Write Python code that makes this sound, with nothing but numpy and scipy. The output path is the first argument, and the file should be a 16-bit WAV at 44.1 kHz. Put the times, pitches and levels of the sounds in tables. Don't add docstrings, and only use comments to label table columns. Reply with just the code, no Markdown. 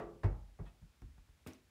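import sys
import numpy as np
from scipy import signal
from scipy.io import wavfile

SR = 44100
rng = np.random.default_rng(int(sys.argv[2]) if len(sys.argv) > 2 else 0)


def waveform_to_disk(signal):
    frames = np.transpose(np.atleast_2d(signal))
    scaled = np.clip(frames, -1, 1) * 32767
    samples = np.round(scaled).astype(np.int16)
    wavfile.write(sys.argv[1], SR, samples)


N = 74970
TIME = np.arange(N) / SR
BAND_EDGES_HZ = 22 * 2 ** (np.arange(20) / 2)
PING_T60_S = 0.0058
LOW_CUT_HZ, HIGH_CUT_HZ = 30, 15700

# start in seconds, level in dB, treble tilt in dB per octave.
CHAIR_KNOCKS = [(-0.004, -2, 0.5)]
# frequency in Hz, half-octave level in dB.
CHAIR_SLAP = [(90, -57.5), (300, -50.5), (600, -47), (1100, -51), (2000, -57.5), (3500, -74), (7000, -80),
              (14000, -94)]
# pitch in Hz, gain in dB, t60 in seconds.
CHAIR_MODES = [(42.8, -47, 0.39), (52.1, -51.5, 1), (163.5, -52, 0.76), (183.7, -56, .55),
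               (341.6, -38, 0.45), (402, -40, 0.42), (428, -41.5, 0.47), (442.4, -43.5, 0.45),
               (533, -52, 0.72), (612, -49, 0.34), (667.8, -36.5, 0.22), (709.7, -45, 0.26),
               (1050, -49, 0.19), (1148, -43.5, 0.22), (1164, -51, 0.44), (1953, -54.5, 0.24)]
# frequency in Hz, t60 in seconds.
STUDY_T60 = [(130, 1), (400, 0.43), (900, 0.48), (2000, 0.27), (5000, 0.31), (14000, 0.131)]
# frequency in Hz, half-octave level in dB.
ROOM_TONE = [(36, -97), (60, -73), (120, -81), (250, -87.5), (500, -88), (1000, -88), (2000, -84.5),
             (4000, -85.5), (8000, -86.5), (11000, -88.5), (15000, -90.5)]

# start in seconds, slap level in dB, treble tilt in dB per
# octave, levels of joists, boards and hollow in dB, factor on the ring time.
BOUNCES = [(0.232, -3, 0.5, -2, 0, -3.5, 1.036), (0.588, -14.5, -4, -11.5, -14.5, -7.5, 0.7),
           (0.814, -43, 4.7, -19, -21, -15, 0.4)]
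# frequency in Hz, half-octave level in dB.
CARPET_SLAP = [(180, -64), (300, -48), (550, -45), (1000, -47.5), (1800, -50.5), (3200, -64.5), (6500, -72),
               (14000, -83.5)]
# pitch in Hz, gain in dB, t60 in seconds before the bounce's factor.
JOIST_MODES = [(43.36, -35.5, 0.56), (46.9, -23.5, 0.47), (57.4, -38.5, .51)]
# pitch in Hz, gain in dB, base t60 in seconds.
BOARD_MODES = [(77, -38.5, 0.58), (98.2, -6, 0.1), (108.8, -34.5, 0.41)]
# pitch in Hz, gain in dB, base t60 in seconds.
HOLLOW_MODES = [(142.7, -34, 0.34), (160.6, -40, .45), (177.4, -40, 0.34), (208.6, -47.5, 0.58)]
# pitch in Hz, gain in dB, base t60 in seconds.
STUDY_MODES = [(265.3, -41.5, 0.23), (294.5, -42, 0.29), (336.8, -45.5, 0.31), (348, -39.5, .26),
               (401.5, -35, 0.2), (471.4, -43, 0.32), (511, -46, 0.27), (559, -51, 0.4),
               (600.7, -41.5, 0.21), (652, -43.5, 0.19), (738, -49, 0.18), (810, -55.5, 0.65),
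               (867, -50, 0.43), (902, -51, 0.24), (1136, -43.5, 0.11), (1450, -46.5, 0.094),
               (1590, -54.5, 0.25), (2222, -53.5, 0.2)]

# start in seconds, level in dB, treble tilt in dB per octave.
SCUFFS = [(0.652, -2.5, 2.5)]
# frequency in Hz, half-octave level in dB.
SCUFF_NOISE = [(130, -87), (400, -79), (800, -70), (1300, -67.5), (2000, -73), (3000, -69), (5000, -86),
               (14000, -96)]
# pitch in Hz, gain in dB, t60 in seconds.
DOOR_FRAME_MODES = [(694, -62, 0.23), (946, -67, 0.16), (1243, -64, 0.12), (1834, -59.5, 0.12),
                    (2570, -67, 0.17), (2590, -66, 0.17), (3300, -67, 0.12)]

# start in seconds, level in dB, treble tilt in dB per octave.
GRIT_CLICKS = [(1.0188, -19.5, 2)]
# frequency in Hz, half-octave level in dB.
CLACK_NOISE = [(130, -72), (1000, -73), (2500, -48), (4000, -52.5), (6000, -56), (9000, -56), (14000, -56)]
# frequency in Hz, t60 in seconds.
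LANDING_T60 = [(130, 0.29), (400, 0.4), (1000, .3), (2500, 0.3), (6000, 0.3), (14000, 0.14)]
# start in seconds, slap level in dB, treble tilt in dB per
# octave, boom level in dB, factor on the ring time.
LANDING_BUMPS = [(1.019, -2.5, 1, 5.5, 0.87), (1.179, -10.5, 2.5, 1.5, 0.28), (1.290, -16, 3, -3, 0.24)]
# frequency in Hz, half-octave level in dB.
LANDING_SLAP = [(130, -56), (300, -57.5), (550, -74), (1000, -68.5), (2000, -73.5), (4000, -87),
                (14000, -97)]
# pitch in Hz, gain in dB, base t60 in seconds.
LANDING_MODES = [(43.7, -66.5, 0.59), (48.1, -52, 0.56), (55.7, -52.5, 0.43), (70.6, -53.5, 0.6),
                 (98.7, -49.5, 0.19), (108.5, -52.5, 0.09), (133.4, -57.5, .3), (215.5, -72, 0.55)]
# pitch in Hz, gain in dB, base t60 in seconds.
STAIRWELL_MODES = [(223.6, -65, 0.44), (263, -59, 0.38), (282, -61, 0.18), (348, -65.5, 0.3),
                   (369, -63.5, 0.19), (740, -71, .2), (1067, -71, .15)]
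# start in seconds, level in dB, factor on the ring time.
BOARD_TICKS = [(1.174, 1.5, 1)]
# pitch in Hz, gain in dB, t60 in seconds.
TICK_MODES = [(765, -65, 0.065), (880, -69, .08), (1180, -69, 0.07)]

# start in seconds, level in dB, treble tilt in dB per octave.
BOOK_KNOCKS = [(1.463, -1.5, -1)]
# frequency in Hz, half-octave level in dB.
BOOK_SLAP = [(130, -61), (300, -53.5), (600, -60.5), (1200, -58), (2400, -56.5), (4000, -73), (8000, -72),
             (14000, -63)]
# pitch in Hz, gain in dB, t60 in seconds.
BOOK_THUMP_MODES = [(188, -40, 0.022), (415, -45, 0.03)]
# pitch in Hz, gain in dB, t60 in seconds.
BOOK_MODES = [(68.6, -55, .22), (89, -41, 0.15), (146, -56, 0.15), (205.4, -50, 0.12), (209.6, -58, 0.32),
              (248, -52, 0.36), (313, -52.5, 0.27), (346.6, -51.5, 0.27), (376, -61, 0.52),
              (426, -53, 0.22), (537, -57, 0.19), (589, -64, 0.2), (622, -59, 0.34), (1066, -65.5, 0.35),
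              (1120, -65, 0.32)]
# pitch in Hz, gain in dB, t60 in seconds.
LANDING_NOTE = [(262.1, -38.5, 0.23)]
# start in seconds, level in dB, treble tilt in dB per octave,
# ping pitch in Hz, ping level in dB.
COVER_CLACKS = [(1.4700, -9, 5, 6360, -53), (1.4730, 0, 1.5, 8900, -45.5), (1.5336, -10.5, 2, 5880, -46.5)]


def from_db(db):
    return 10 ** (np.asarray(db) / 20)


def at_hz(points, hz):
    frequencies, values = np.transpose(points)
    return np.interp(np.log(hz), np.log(frequencies), values)


def noise_bands(lowest_hz):
    for low, high in zip(BAND_EDGES_HZ, BAND_EDGES_HZ[1:]):
        if high > lowest_hz:
            sos = signal.butter(3, [low, high], "band", fs=SR, output="sos")
            band = signal.sosfilt(sos, rng.standard_normal(N + SR))[SR:]
            yield np.sqrt(low * high), band / band.std()


def swell_and_die(start, rise_s, t60):
    age = np.maximum(TIME - start, 0)
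    return (1 - np.exp(-age / rise_s)) * np.exp(-np.log(1000) * age / t60)


def slaps(blows, spectrum, room_t60, rise_s, contact_s, room_db, pivot_hz):
    out = np.zeros(N)
    for hz, band in noise_bands(spectrum[0][0]):
        power = np.zeros(N)
        for start, db, tilt, *_ in blows:
            age = np.maximum(TIME - start, 0)
            direct = (1 - np.exp(-age / rise_s)) * np.exp(-(age / contact_s) ** 2)
            tail = from_db(room_db) * swell_and_die(start, contact_s / 2, at_hz(room_t60, hz))
            gain = from_db(db + tilt * np.log2(hz / pivot_hz))
            power += gain ** 2 * (direct ** 2 + tail ** 2)
        out += from_db(at_hz(spectrum, hz)) * np.sqrt(power) * band
    return out


def ringing(blows, modes, rise_s, lag_s):
    out = np.zeros(N)
    for start, db, ring_factor in blows:
        onset = start + lag_s
        for k, (hz, mode_db, t60) in enumerate(modes):
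            swing = (-1) ** k * np.sin(2 * np.pi * hz * (TIME - onset))
            out += from_db(db + mode_db) * swell_and_die(onset, rise_s, t60 * ring_factor) * swing
    return out


def boom(blows, modes, rise_s, lag_s):
    blows = list(blows)
    return sum(ringing(blows, [mode], rise_s, lag_s) for mode in modes)


def full_ring(knocks):
    return [(start, db, 1) for start, db, _ in knocks]


def chair():
    slap = slaps(CHAIR_KNOCKS, CHAIR_SLAP, STUDY_T60,
                 rise_s=0.0011, contact_s=0.025, room_db=-2, pivot_hz=605)
    return slap + ringing(full_ring(CHAIR_KNOCKS), CHAIR_MODES, rise_s=0.036, lag_s=0.00097)


def room_tone():
    return sum(from_db(at_hz(ROOM_TONE, hz)) * band for hz, band in noise_bands(ROOM_TONE[0][0]))


def bounces():
    starts, slap_db, _, joists_db, boards_db, hollow_db, ring_factors = np.transpose(BOUNCES)
    slap = slaps(BOUNCES, CARPET_SLAP, STUDY_T60,
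                 rise_s=0.0018, contact_s=0.028, room_db=-3.5, pivot_hz=488)
    joists = boom(zip(starts, joists_db, ring_factors), JOIST_MODES, rise_s=0.033, lag_s=0.0025)
    boards = boom(zip(starts, boards_db, ring_factors), BOARD_MODES, rise_s=0.033, lag_s=0.0098)
    hollow = ringing(zip(starts, hollow_db, ring_factors), HOLLOW_MODES, rise_s=0.004, lag_s=0.0021)
    study = ringing(zip(starts, slap_db, ring_factors), STUDY_MODES, rise_s=0.012, lag_s=0.002014)
    return slap + joists + boards + hollow + study


def door_frame():
    rub = slaps(SCUFFS, SCUFF_NOISE, STUDY_T60,
                rise_s=0.0064, contact_s=0.043, room_db=-15, pivot_hz=2040)
    return rub + ringing(full_ring(SCUFFS), DOOR_FRAME_MODES, rise_s=0.009, lag_s=0.0091)


def grit():
    return slaps(GRIT_CLICKS, CLACK_NOISE, LANDING_T60,
                 rise_s=0.0001, contact_s=0.00077, room_db=-30, pivot_hz=5000)


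def landing():
    starts, slap_db, _, boom_db, ring_factors = np.transpose(LANDING_BUMPS)
    slap = slaps(LANDING_BUMPS, LANDING_SLAP, LANDING_T60,
                 rise_s=0.00055, contact_s=0.009, room_db=-10, pivot_hz=504)
    floor = boom(zip(starts, boom_db, ring_factors), LANDING_MODES, rise_s=0.0068, lag_s=0.0039)
    stairwell = ringing(zip(starts, slap_db, ring_factors), STAIRWELL_MODES, rise_s=0.0023, lag_s=0.001)
    return slap + floor + stairwell


def loose_board():
    return ringing(BOARD_TICKS, TICK_MODES, rise_s=0.0072, lag_s=0.0012)


def book():
    slap = slaps(BOOK_KNOCKS, BOOK_SLAP, LANDING_T60,
                 rise_s=0.00052, contact_s=0.0055, room_db=-2.5, pivot_hz=615)
    blows = full_ring(BOOK_KNOCKS)
    thump = boom(blows, BOOK_THUMP_MODES, rise_s=0.00086, lag_s=0.0018)
    body = ringing(blows, BOOK_MODES, rise_s=0.0085, lag_s=0.00096)
    note = ringing(blows, LANDING_NOTE, rise_s=0.094, lag_s=0.0118)
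    return slap + thump + body + note


def book_cover():
    clacks = slaps(COVER_CLACKS, CLACK_NOISE, LANDING_T60,
                   rise_s=0.00051, contact_s=0.0014, room_db=-15.5, pivot_hz=4900)
    pings = sum(ringing([(start, db, 1)], [(hz, 0, PING_T60_S)], rise_s=0.00028, lag_s=0.000273)
                for start, _, _, hz, db in COVER_CLACKS)
    return clacks + pings


def scene():
    in_study = chair() + bounces() + door_frame()
    on_landing = landing() + grit() + loose_board() + book() + book_cover()
    return (in_study + on_landing + room_tone())[None, :]


def record(dry):
    low_cut = signal.butter(4, LOW_CUT_HZ, "high", fs=SR, output="sos")
    high_cut = signal.ellip(10, 0.3, 70, HIGH_CUT_HZ, fs=SR, output="sos")
    return signal.sosfilt(high_cut, signal.sosfilt(low_cut, dry))


dry = scene()
out = record(dry)
waveform_to_disk(out)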